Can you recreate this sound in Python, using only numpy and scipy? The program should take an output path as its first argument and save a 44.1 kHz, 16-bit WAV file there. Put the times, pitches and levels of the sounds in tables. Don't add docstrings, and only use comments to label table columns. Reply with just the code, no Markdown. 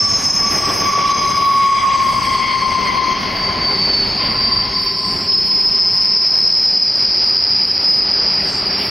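import sys
import numpy as np
from scipy import signal
from scipy.io import wavfile
from scipy.ndimage import uniform_filter1d

SR = 44100
rng = np.random.default_rng(int(sys.argv[2]) if len(sys.argv) > 2 else 0)


def materialize(psi):
    bounded = np.clip(np.atleast_2d(psi).T, -1, 1)
    quanta = np.round(bounded * 32767).astype(np.int16)
    wavfile.write(sys.argv[1], SR, quanta)


N = 392483
TIME = np.arange(N) / SR
SPEED, TRACK_DISTANCE, SOUND_SPEED = 19.0, 19.0, 343.0


def from_db(db):
    return 10 ** (np.asarray(db) / 20)


def rms_one(x):
    return x / np.sqrt(np.mean(np.abs(x) ** 2) + 1e-20)


def in_time(rows):
    s, *columns = np.transpose(rows)
    return [np.interp(TIME, s, c) for c in columns]


def at_hz(points, hz):
    table_hz, values = np.array(points).T
    return np.interp(np.log(hz), np.log(table_hz), values)


def drift(rate_hz):
    r = np.exp(-80 * np.pi * rate_hz / SR)
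    white = rng.standard_normal(N // 40 + 2002)
    slow = signal.lfilter([1], [1, -2 * r, r * r], white)[2000:]
    return np.interp(np.arange(N) / 40, np.arange(len(slow)), rms_one(slow))


def bout(start, length, attack, release):
    age = TIME - start
    return np.clip(age / attack, 0, 1) * np.exp(-np.maximum(age - length, 0) / release)


def swell(s, half_length):
    return np.exp(-((TIME - s) / half_length) ** 2)


def stereo(mid, side, alike):
    alike = np.clip(alike, 0, .999)
    shared = np.sqrt((1 + alike) / 2) * mid
    return shared + np.sqrt((1 - alike) / 2) * side * np.array([[1], [-1]])


def turning(hz):
    cycles = np.cumsum(hz + np.zeros(N)) / SR % 1
    angle = (2 * np.pi * cycles).astype(np.float32)
    return np.cos(angle) + 1j * np.sin(angle)


def blur(width_hz, order=2):
    step = 8
    size = N // step + 4002
    white = rng.standard_normal(size) + 1j * rng.standard_normal(size)
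    lowpass = signal.butter(order, min(width_hz / 2, 2000), fs=SR / step, output="sos")
    slow = signal.sosfilt(lowpass, white)[4000:]
    smooth = np.interp(np.arange(N) / step, np.arange(len(slow)), rms_one(slow))
    return uniform_filter1d(smooth, step)


def diffuse_tone(hz, width_hz, alike, order=2):
    carrier = np.sqrt(2) * turning(hz)
    mid = (carrier * blur(width_hz, order)).real
    side = (carrier * blur(width_hz, order)).real
    return stereo(mid, side, alike)


def doppler(abreast):
    along = SPEED * (TIME - abreast)
    return 1 - SPEED / SOUND_SPEED * along / np.hypot(along, TRACK_DISTANCE)


def wheel_tone(hz, waver_hz, flutter, flutter_hz, beating=1):
    paths = (1 + flutter * blur(flutter_hz)) / np.hypot(1, flutter)
    return np.sqrt(2) * (turning(hz + waver_hz * drift(8.0)) * beating * paths).real


# (frequency [Hz], likeness [0-1])
NOISE_LIKENESS = [(30, 1), (70, 1), (140, 0.97), (300, 0.85), (600, 0.77), (1200, 0.78), (2500, 1),
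                  (6000, 1), (13000, 1)]


def banded_noise(colour, patchy_db):
    low, high = colour[0][0], min(colour[-1][0], .45 * SR)
    edges = np.geomspace(low, high, int(2 * np.log2(high / low)) + 2)
    out, together, white = 0, drift(5.2), rng.standard_normal((2, 2, N))
    for k, band in enumerate(zip(edges, edges[1:])):
        bandpass = signal.butter(2, band, "band", fs=SR, output="sos")
        mid, side = signal.sosfilt(bandpass, white[k % 2])
        hz = np.sqrt(band[0] * band[1])
        gain = from_db(at_hz(colour, hz) + patchy_db * (0.22 * together + drift(12.7)))
        out = out + gain * stereo(mid, side, at_hz(NOISE_LIKENESS, hz))
    return rms_one(out)


# (time [s], wagon rumble [dB], running-gear drone [dB], rail roar [dB], wheel rush [dB])
ROLLING_LEVELS = [(0.1, -35.5, -44, -36, -40), (0.15, -34.5, -46, -34.5, -39), (0.75, -35.5, -28, -32, -36),
                  (1.12, -36.5, -31, -34.5, -34), (1.31, -34, -30, -31.5, -38), (1.7, -39, -32, -37, -34),
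                  (1.72, -40.5, -38, -36, -36.5), (2.21, -33, -41, -33, -34.5),
                  (2.33, -35.5, -34, -33.5, -35), (3.61, -35, -29, -32, -36), (3.73, -37, -25, -34, -39),
                  (4.27, -33, -33, -31, -35.5), (5.02, -40.5, -31.5, -41, -42.5),
                  (5.14, -34, -27.5, -35.5, -38.5), (5.33, -40.5, -31.5, -41, -42),
                  (6.42, -42.5, -36.5, -38.5, -43), (8.48, -40, -31.5, -34, -36.5),
                  (8.8, -38.5, -27.5, -33, -34)]
# (frequency [Hz], width [Hz], level relative to the drone column [dB])
GEAR_DRONES = [(194, 33, -9), (389, 46, -7.5)]
# (time [s], hiss level [dB], half length [s])
FLANGE_RUBS = [(.1, -57, 0.21), (0.687, -43, 0.47), (1.487, -45.5, 0.23), (2.169, -45.5, 0.18),
               (5.05, -52.5, 0.32), (8.859, -46, 0.089)]
HISS_DB = -53
# (frequency [Hz], relative density [dB per Hz])
WAGON_COLOUR = [(18, -14.5), (30, 1), (42, -1.5), (54, 2), (72, -1.5), (95, 4), (130, 0), (190, 1.5),
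                (250, 2.5), (320, -10.5), (450, -12.5)]
RAIL_COLOUR = [(200, -4), (310, -4), (400, -8), (500, -0.5), (680, -4), (900, -2), (1300, -7.5),
               (1700, -8.5), (2600, -11)]
WHEEL_COLOUR = [(1000, -3), (1500, 0), (2000, 12), (2400, 12.5), (3000, 11), (3600, -12), (4300, -13.5),
                (5300, -36), (6500, -47)]
FLANGE_COLOUR = [(5000, -8.5), (7000, -14), (9200, 10), (11500, 29), (13000, 16.5), (16000, 11.5)]


def rolling():
    rumble_db, drone_db, roar_db, rush_db = in_time(ROLLING_LEVELS)
    rumble = from_db(rumble_db + 4.5) * banded_noise(WAGON_COLOUR, patchy_db=1.0)
    drones = sum(from_db(drone_db + db) * diffuse_tone(hz, width, alike=0.9)
                 for hz, width, db in GEAR_DRONES)
    roar = from_db(roar_db + 4.0) * banded_noise(RAIL_COLOUR, patchy_db=1.4)
    rush = from_db(rush_db + 3.0) * banded_noise(WHEEL_COLOUR, patchy_db=1.75)
    rubs = sum(from_db(db) * swell(s, length) for s, db, length in FLANGE_RUBS)
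    hiss = np.hypot(from_db(HISS_DB), rubs) * banded_noise(FLANGE_COLOUR, patchy_db=3.0)
    return rumble * from_db([[-.8], [.8]]) + drones + roar * from_db([[1.1], [-1.1]]) + rush + hiss


# (time [s], level before the rise and decay shape it [dB])
AXLE_KNOCKS = [(.4, -25), (.515, -22.5), (.555, -30), (.672, -20.5), (.728, -46), (0.801, -21.5),
               (0.97, -24), (1.15, -27), (2.78, -28), (3.7, -22), (3.868, -23.5), (5.09, -31), (5.16, -40)]
KNOCK_RISE_S, KNOCK_DECAY_S = 0.0036, 0.05
# (frequency [Hz], relative density [dB per Hz])
FRAME_COLOUR = [(60, -20), (190, -1), (380, -0.5), (650, -2), (1100, -9), (2500, -11)]


def knocks():
    blows = 0
    for s, db in AXLE_KNOCKS:
        age = np.maximum(TIME - s, 0)
        shape = (1 - np.exp(-age / KNOCK_RISE_S)) * np.exp(-age / KNOCK_DECAY_S)
        blows = blows + from_db(db) * shape
    return blows * banded_noise(FRAME_COLOUR, patchy_db=1.5)


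# (time [s], centre [Hz], level [dB], level of wheels far up the line [dB])
SCATTERED_SQUEALS = [(0, 5274, -22.5, -31), (.5, 5242, -21.5, -30), (1.3, 5070, -23.5, -35),
                     (1.8, 4930, -32.5, -43), (2.3, 4937, -24, -48), (3.2, 4750, -25.5, -36.5),
                     (3.75, 4667, -20.5, -41.5), (4.7, 4733, -20.5, -36), (5.05, 4830, -20, -31),
                     (5.45, 4970, -22, -33.5), (6.5, 5060, -16.5, -31), (7.5, 4980, -16, -36),
                     (8.3, 4918, -18.5, -33.5), (8.9, 4840, -19.5, -39)]
# (time [s], pitch of the lower [Hz], lower mode level [dB], upper mode level [dB])
HIGHER_MODES = [(0, 6580, -41, -53), (.35, 6430, -27, -53), (.7, 6430, -44, -56), (1.2, 6500, -53, -55),
                (1.6, 6410, -56, -54.5), (2.6, 6477, -61, -53), (3.2, 6470, -51, -67),
                (4.1, 6520, -54, -77), (4.5, 6320, -81, -68.5), (8.9, 6340, -82, -79)]
HIGH_FLICKER_DB, HIGH_FLICKER_HZ = 3.5, 7


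def haze():
    centre_hz, level_db, nearing_db = in_time(SCATTERED_SQUEALS)
    lower_hz, lower_db, upper_db = in_time(HIGHER_MODES)
    core = from_db(level_db - 6.5) * diffuse_tone(centre_hz, width_hz=377, alike=1.0, order=3)
    skirt = from_db(level_db - 6.5) * diffuse_tone(centre_hz + 20, width_hz=910, alike=1.0, order=5)
    nearing_hz = 5380 + 0.24 * (centre_hz - 4950)
    nearing = from_db(nearing_db) * diffuse_tone(nearing_hz, width_hz=520, alike=1.0, order=6)
    leaving = from_db(level_db - 15.0) * diffuse_tone(centre_hz - 470, width_hz=930, alike=1.0, order=3)
    lower = diffuse_tone(lower_hz, width_hz=160, alike=0.89, order=3)
    lower = lower + from_db(-12) * diffuse_tone(lower_hz - 200, width_hz=700, alike=0.63, order=4)
    upper = diffuse_tone(8150, width_hz=380, alike=0.92, order=3)
    high = sum(from_db(db + HIGH_FLICKER_DB * drift(HIGH_FLICKER_HZ)) * mode
               for db, mode in ((lower_db, lower), (upper_db, upper)))
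    return core + skirt + nearing + leaving + high


# (time [s], pitch [Hz], level [dB], half length [s])
HIGH_CHIRPS = [(0.085, 8380, -42, .04), (0.26, 8160, -41, 0.067), (.63, 8320, -41, .07),
               (.7, 7950, -42, 0.059), (1.05, 8200, -52, 0.064), (1.3, 8140, -44, 0.07),
               (3.1, 6440, -45, .06), (3.822, 6400, -53, .04), (3.938, 6400, -44, 0.022),
               (4.12, 6560, -49, .05), (4.72, 6400, -46, 0.04), (5.149, 6880, -51, 0.063),
               (5.083, 8100, -46, 0.12), (5.23, 7730, -47, 0.038), (8.527, 6280, -41, 0.05),
               (8.54, 7330, -44, 0.055), (8.54, 8350, -47, 0.072)]


def chirps():
    return sum(from_db(db) * swell(s, length) * wheel_tone(hz, waver_hz=25.7, flutter=0.54, flutter_hz=120)
               for s, hz, db, length in HIGH_CHIRPS)


# (time [s], level [dB])
GRINDING_LEVEL = [(0, -52), (.5, -50), (1.0, -40), (1.6, -41), (2.6, -45.5), (3.3, -48), (4.3, -70.5),
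                  (8.9, -85.5)]
# (frequency [Hz], width [Hz], level relative to the grinding [dB])
GRINDING_MODES = [(3980, 300, 0), (5330, 350, 2), (5830, 190, -6.5), (6580, 180, -10.5)]


def grinding():
    level_db, = in_time(GRINDING_LEVEL)
    out = 0
    for hz, width, db in GRINDING_MODES:
        gain = from_db(level_db + db + HIGH_FLICKER_DB * drift(HIGH_FLICKER_HZ))
        out = out + gain * diffuse_tone(hz, width, alike=1.0, order=3)
    return out


HOWL_HZ, HOWL_ABREAST = 1088, 1.96
# (time [s], left minus right [dB])
HOWL_DIRECTION = [(0, -5), (.8, 0), (1.5, 0.5), (2, 0.5), (2.45, 7), (3.1, 7), (3.6, 2), (4.8, 4.5),
                  (6, 0.5)]
# (start [s], length [s], direct tone [dB], scattered sound [dB], overtones [dB])
HOWL_BOUTS = [(0.0, 0.12, -28.5, -33.5, -43), (0.194, .18, -41, -31, -49), (0.39, 0.11, -24.5, -29, -39),
              (0.596, 0.1, -26, -25, -38), (0.798, 0.35, -17.5, -21.5, -31), (1.075, 0.31, -18, -20, -30.5),
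              (1.412, 0.32, -11, -20, -30.5), (1.798, 0.37, -15.5, -19.5, -31),
              (2.259, 0.3, -16.5, -22, -30), (2.599, 0.18, -17, -23.5, -29), (2.83, 0.042, -18, -18.5, -33),
              (2.955, 0.16, -19, -22.5, -29), (3.196, 0.42, -30.5, -28, -33),
              (4.176, 0.45, -33.5, -29.5, -36.5), (4.703, 0.47, -32.5, -35.5, -52),
              (5.443, 0.88, -42, -41, -50)]
# (time [s], level before that of each harmonic [dB], half length [s])
OVERTONE_BARKS = [(1.785, -26, 0.04), (2.27, -26, 0.047), (2.45, -23, 0.045), (2.526, -25.5, 0.051),
                  (2.895, -24.5, 0.038), (3.15, -30, 0.037)]
HOWL_ATTACK_S, HOWL_RELEASE_S, ECHO_RELEASE_S = 0.03, 0.073, 0.4
RASP_BURST_DB, RASP_BURSTS_HZ = 1.5, 16
HOWL_FLUTTER, HOWL_FLUTTER_HZ, FULL_HOWL_DB = .48, 80, -15
HOWL_SAG_S, HOWL_SAG_HZ, HOWL_SAG_HALF_S = 2.86, 13, .06


def howl():
    tone = echo = rasp = 0
    for start, length, tone_db, echo_db, rasp_db in HOWL_BOUTS:
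        grip = bout(start, length, HOWL_ATTACK_S, HOWL_RELEASE_S)
        lingering = bout(start, length, HOWL_ATTACK_S, ECHO_RELEASE_S)
        tone = np.maximum(tone, from_db(tone_db) * grip)
        echo = np.maximum(echo, from_db(echo_db) * lingering)
        rasp = np.maximum(rasp, from_db(rasp_db) * lingering)
    pitch = HOWL_HZ * doppler(HOWL_ABREAST) - HOWL_SAG_HZ * swell(HOWL_SAG_S, HOWL_SAG_HALF_S)
    loose = 1 / (1 + (tone / from_db(FULL_HOWL_DB)) ** 4)
    direct = tone * wheel_tone(pitch, waver_hz=1.0, flutter=HOWL_FLUTTER * loose, flutter_hz=HOWL_FLUTTER_HZ)
    echo_pitch = HOWL_HZ + .7 * (pitch - HOWL_HZ)
    scattered = echo * diffuse_tone(echo_pitch, width_hz=109, alike=.15, order=3)
    second = from_db(-1.0) * diffuse_tone(2 * echo_pitch, width_hz=154, alike=0.86)
    second = second + from_db(-4.5) * diffuse_tone(2 * echo_pitch, width_hz=370, alike=0.84, order=3)
    third = from_db(-6.5) * diffuse_tone(3 * echo_pitch + 25, width_hz=220, alike=1.0)
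    pan = from_db(in_time(HOWL_DIRECTION)[0] * np.array([[.5], [-.5]]))
    pan = pan / pan.mean(axis=0)
    barks = sum(from_db(db) * swell(s, length) for s, db, length in OVERTONE_BARKS)
    bursts = rasp * from_db(RASP_BURST_DB * drift(RASP_BURSTS_HZ))
    overtones = np.hypot(bursts, barks) * (second + third)
    return (direct + scattered) * pan + overtones * pan ** 0.47


WHEEL_TURNS_HZ, NODAL_DIAMETERS = 6.5, 2
BACKWARD_WAVE_DB, BACKWARD_SWING_DB, BACKWARD_SWING_HZ = -10, 5.5, 3
SPLIT_WANDER, SPLIT_WANDER_HZ = .45, 3


def split_mode():
    split_hz = NODAL_DIAMETERS * WHEEL_TURNS_HZ
    beat = turning(2 * split_hz * (1 + SPLIT_WANDER * drift(SPLIT_WANDER_HZ)))
    backward = from_db(BACKWARD_WAVE_DB + BACKWARD_SWING_DB * drift(BACKWARD_SWING_HZ))
    return turning(split_hz / 2) * (1 + backward / beat) / np.hypot(1, backward)


# (own pitch [Hz], moment abreast of the microphone [s])
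WHEEL_MODES = [(5140, .58), (6572, -.16), (4898, 2.05), (4365, 2.82), (4459, 4.16), (4519, 5.25),
               (4906, 6.46), (5023, 6.96), (4935, 6.98), (4932, 7.64), (4920, 8.52), (5234, 9.34),
               (6428, -1.5), (5095, -2.5), (6850, 2.05), (7855, 2.05), (7990, 2.82)]
# (start [s], length [s], level as if abreast [dB])
SQUEAL_BOUTS = [
    [(-.2, 0.37, -13.5), (.2, 0.24, -15), (.51, 0.14, -21), (.71, 0.16, -23), (.88, 0.17, -34),
     (1.08, 0.53, -25.5), (1.5, 0.52, -27.5), (2.05, 0.26, -23), (2.4, 1, -30)],
    [(.06, 0.25, -28), (.44, 0.12, -25), (.72, .24, -28.5), (1.09, 0.2, -23.5), (1.4, 2.6, -40.5)],
    [(.9, 0.3, -29), (1.2, 0.21, -24), (1.5, 0.25, -30.5)],
    [(1.9, 0.37, -32), (2.2, 0.3, -28), (2.48, 0.15, -25), (2.7, 0.28, -30.5), (3.0, 0.28, -31.5)],
    [(3.34, .16, -21.5), (3.6, 0.087, -18), (3.76, 0.25, -16.5), (4.05, 0.16, -27.5), (4.28, 0.17, -36)],
    [(3.65, 0.73, -27), (4.15, 0.25, -18), (4.38, 0.2, -15), (4.72, 0.15, -19.5), (4.97, 0.18, -23.5),
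     (5.2, 0.47, -29), (5.7, 0.82, -33.5), (6.6, 1.48, -32.5)],
    [(3.7, 1.3, -24), (4.7, .5, -25.5), (5.26, 0.14, -12), (5.45, 0.43, -13.5), (5.8, 0.47, -17),
     (6.58, 0.89, -21), (7.6, 2.1, -24)],
    [(4.7, 0.73, -26), (5.62, 0.16, -18), (5.75, 0.53, -15), (6.3, 0.41, -15.5), (6.68, 0.15, -14),
     (6.88, .7, -21.5), (7.6, 0.7, -22.5)],
    [(5.9, 0.42, -25.5), (6.27, 0.26, -16.5), (6.6, 0.25, -28)],
    [(6.7, 0.55, -19), (7.2, 0.42, -17.5), (7.6, 0.77, -25)],
    [(7.33, 0.19, -19.5), (7.57, 0.16, -16), (7.8, 0.2, -12), (8.09, 0.27, -17), (8.45, 0.87, -23.5)],
    [(8.1, 0.22, -29.5), (8.38, 0.36, -30.5), (8.68, .3, -24.5)],
    [(-.2, 3.4, -27), (1.7, 1, -46)],
    [(-.2, 1.0, -23.5), (.8, 0.87, -22)],
    [(1.55, 0.47, -51), (2.05, .35, -49)],
    [(1.55, .25, -47), (1.83, 0.23, -45), (2.1, 0.27, -48)],
    [(2.08, 0.32, -46), (2.5, 0.34, -53)],
]
SQUEAL_ATTACK_S, SQUEAL_RELEASE_S = 0.029, 0.09
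FULL_SQUEAL_DB = -21
SQUEAL_FLUTTER, SINGING_FLUTTER = .12, .5


def squeals():
    out = 0
    for (hz, abreast), bouts in zip(WHEEL_MODES, SQUEAL_BOUTS):
        level = np.max([from_db(db) * bout(start, length, SQUEAL_ATTACK_S, SQUEAL_RELEASE_S)
                        for start, length, db in bouts], axis=0)
        nearness = TRACK_DISTANCE / np.hypot(SPEED * (TIME - abreast), TRACK_DISTANCE)
        faint = 1 / (1 + (level / from_db(FULL_SQUEAL_DB)) ** 2)
        flutter = SQUEAL_FLUTTER + SINGING_FLUTTER * faint
        tone = wheel_tone(hz * doppler(abreast), waver_hz=3.0, flutter=flutter, flutter_hz=66.0,
                          beating=split_mode())
        out = out + level * nearness * tone
    return out


def scene():
    return rolling() + knocks() + haze() + chirps() + grinding() + howl() + squeals()


LIMIT_DB, LIMIT_ATTACK_S, LIMIT_RELEASE_DB_PER_S = -6, 0.0013, 54
CUTOFF_HZ = 15800


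def gain_control(x):
    over = np.maximum(20 * np.log10(np.abs(x).max(axis=0) + 1e-9) - LIMIT_DB, 0)
    ramp = LIMIT_RELEASE_DB_PER_S * TIME
    held = np.maximum.accumulate(over + ramp) - ramp
    r = np.exp(-1 / (LIMIT_ATTACK_S * SR))
    return x * from_db(-signal.lfilter([1 - r], [1, -r], held))


def record(dry):
    ease = np.clip(np.minimum(TIME, TIME[-1] - TIME) / .003, 0, 1)
    levelled = gain_control(from_db(.5) * dry) * ease
    return signal.sosfilt(signal.ellip(10, .1, 80, CUTOFF_HZ, fs=SR, output="sos"), levelled)


dry = scene()
out = record(dry)
materialize(out)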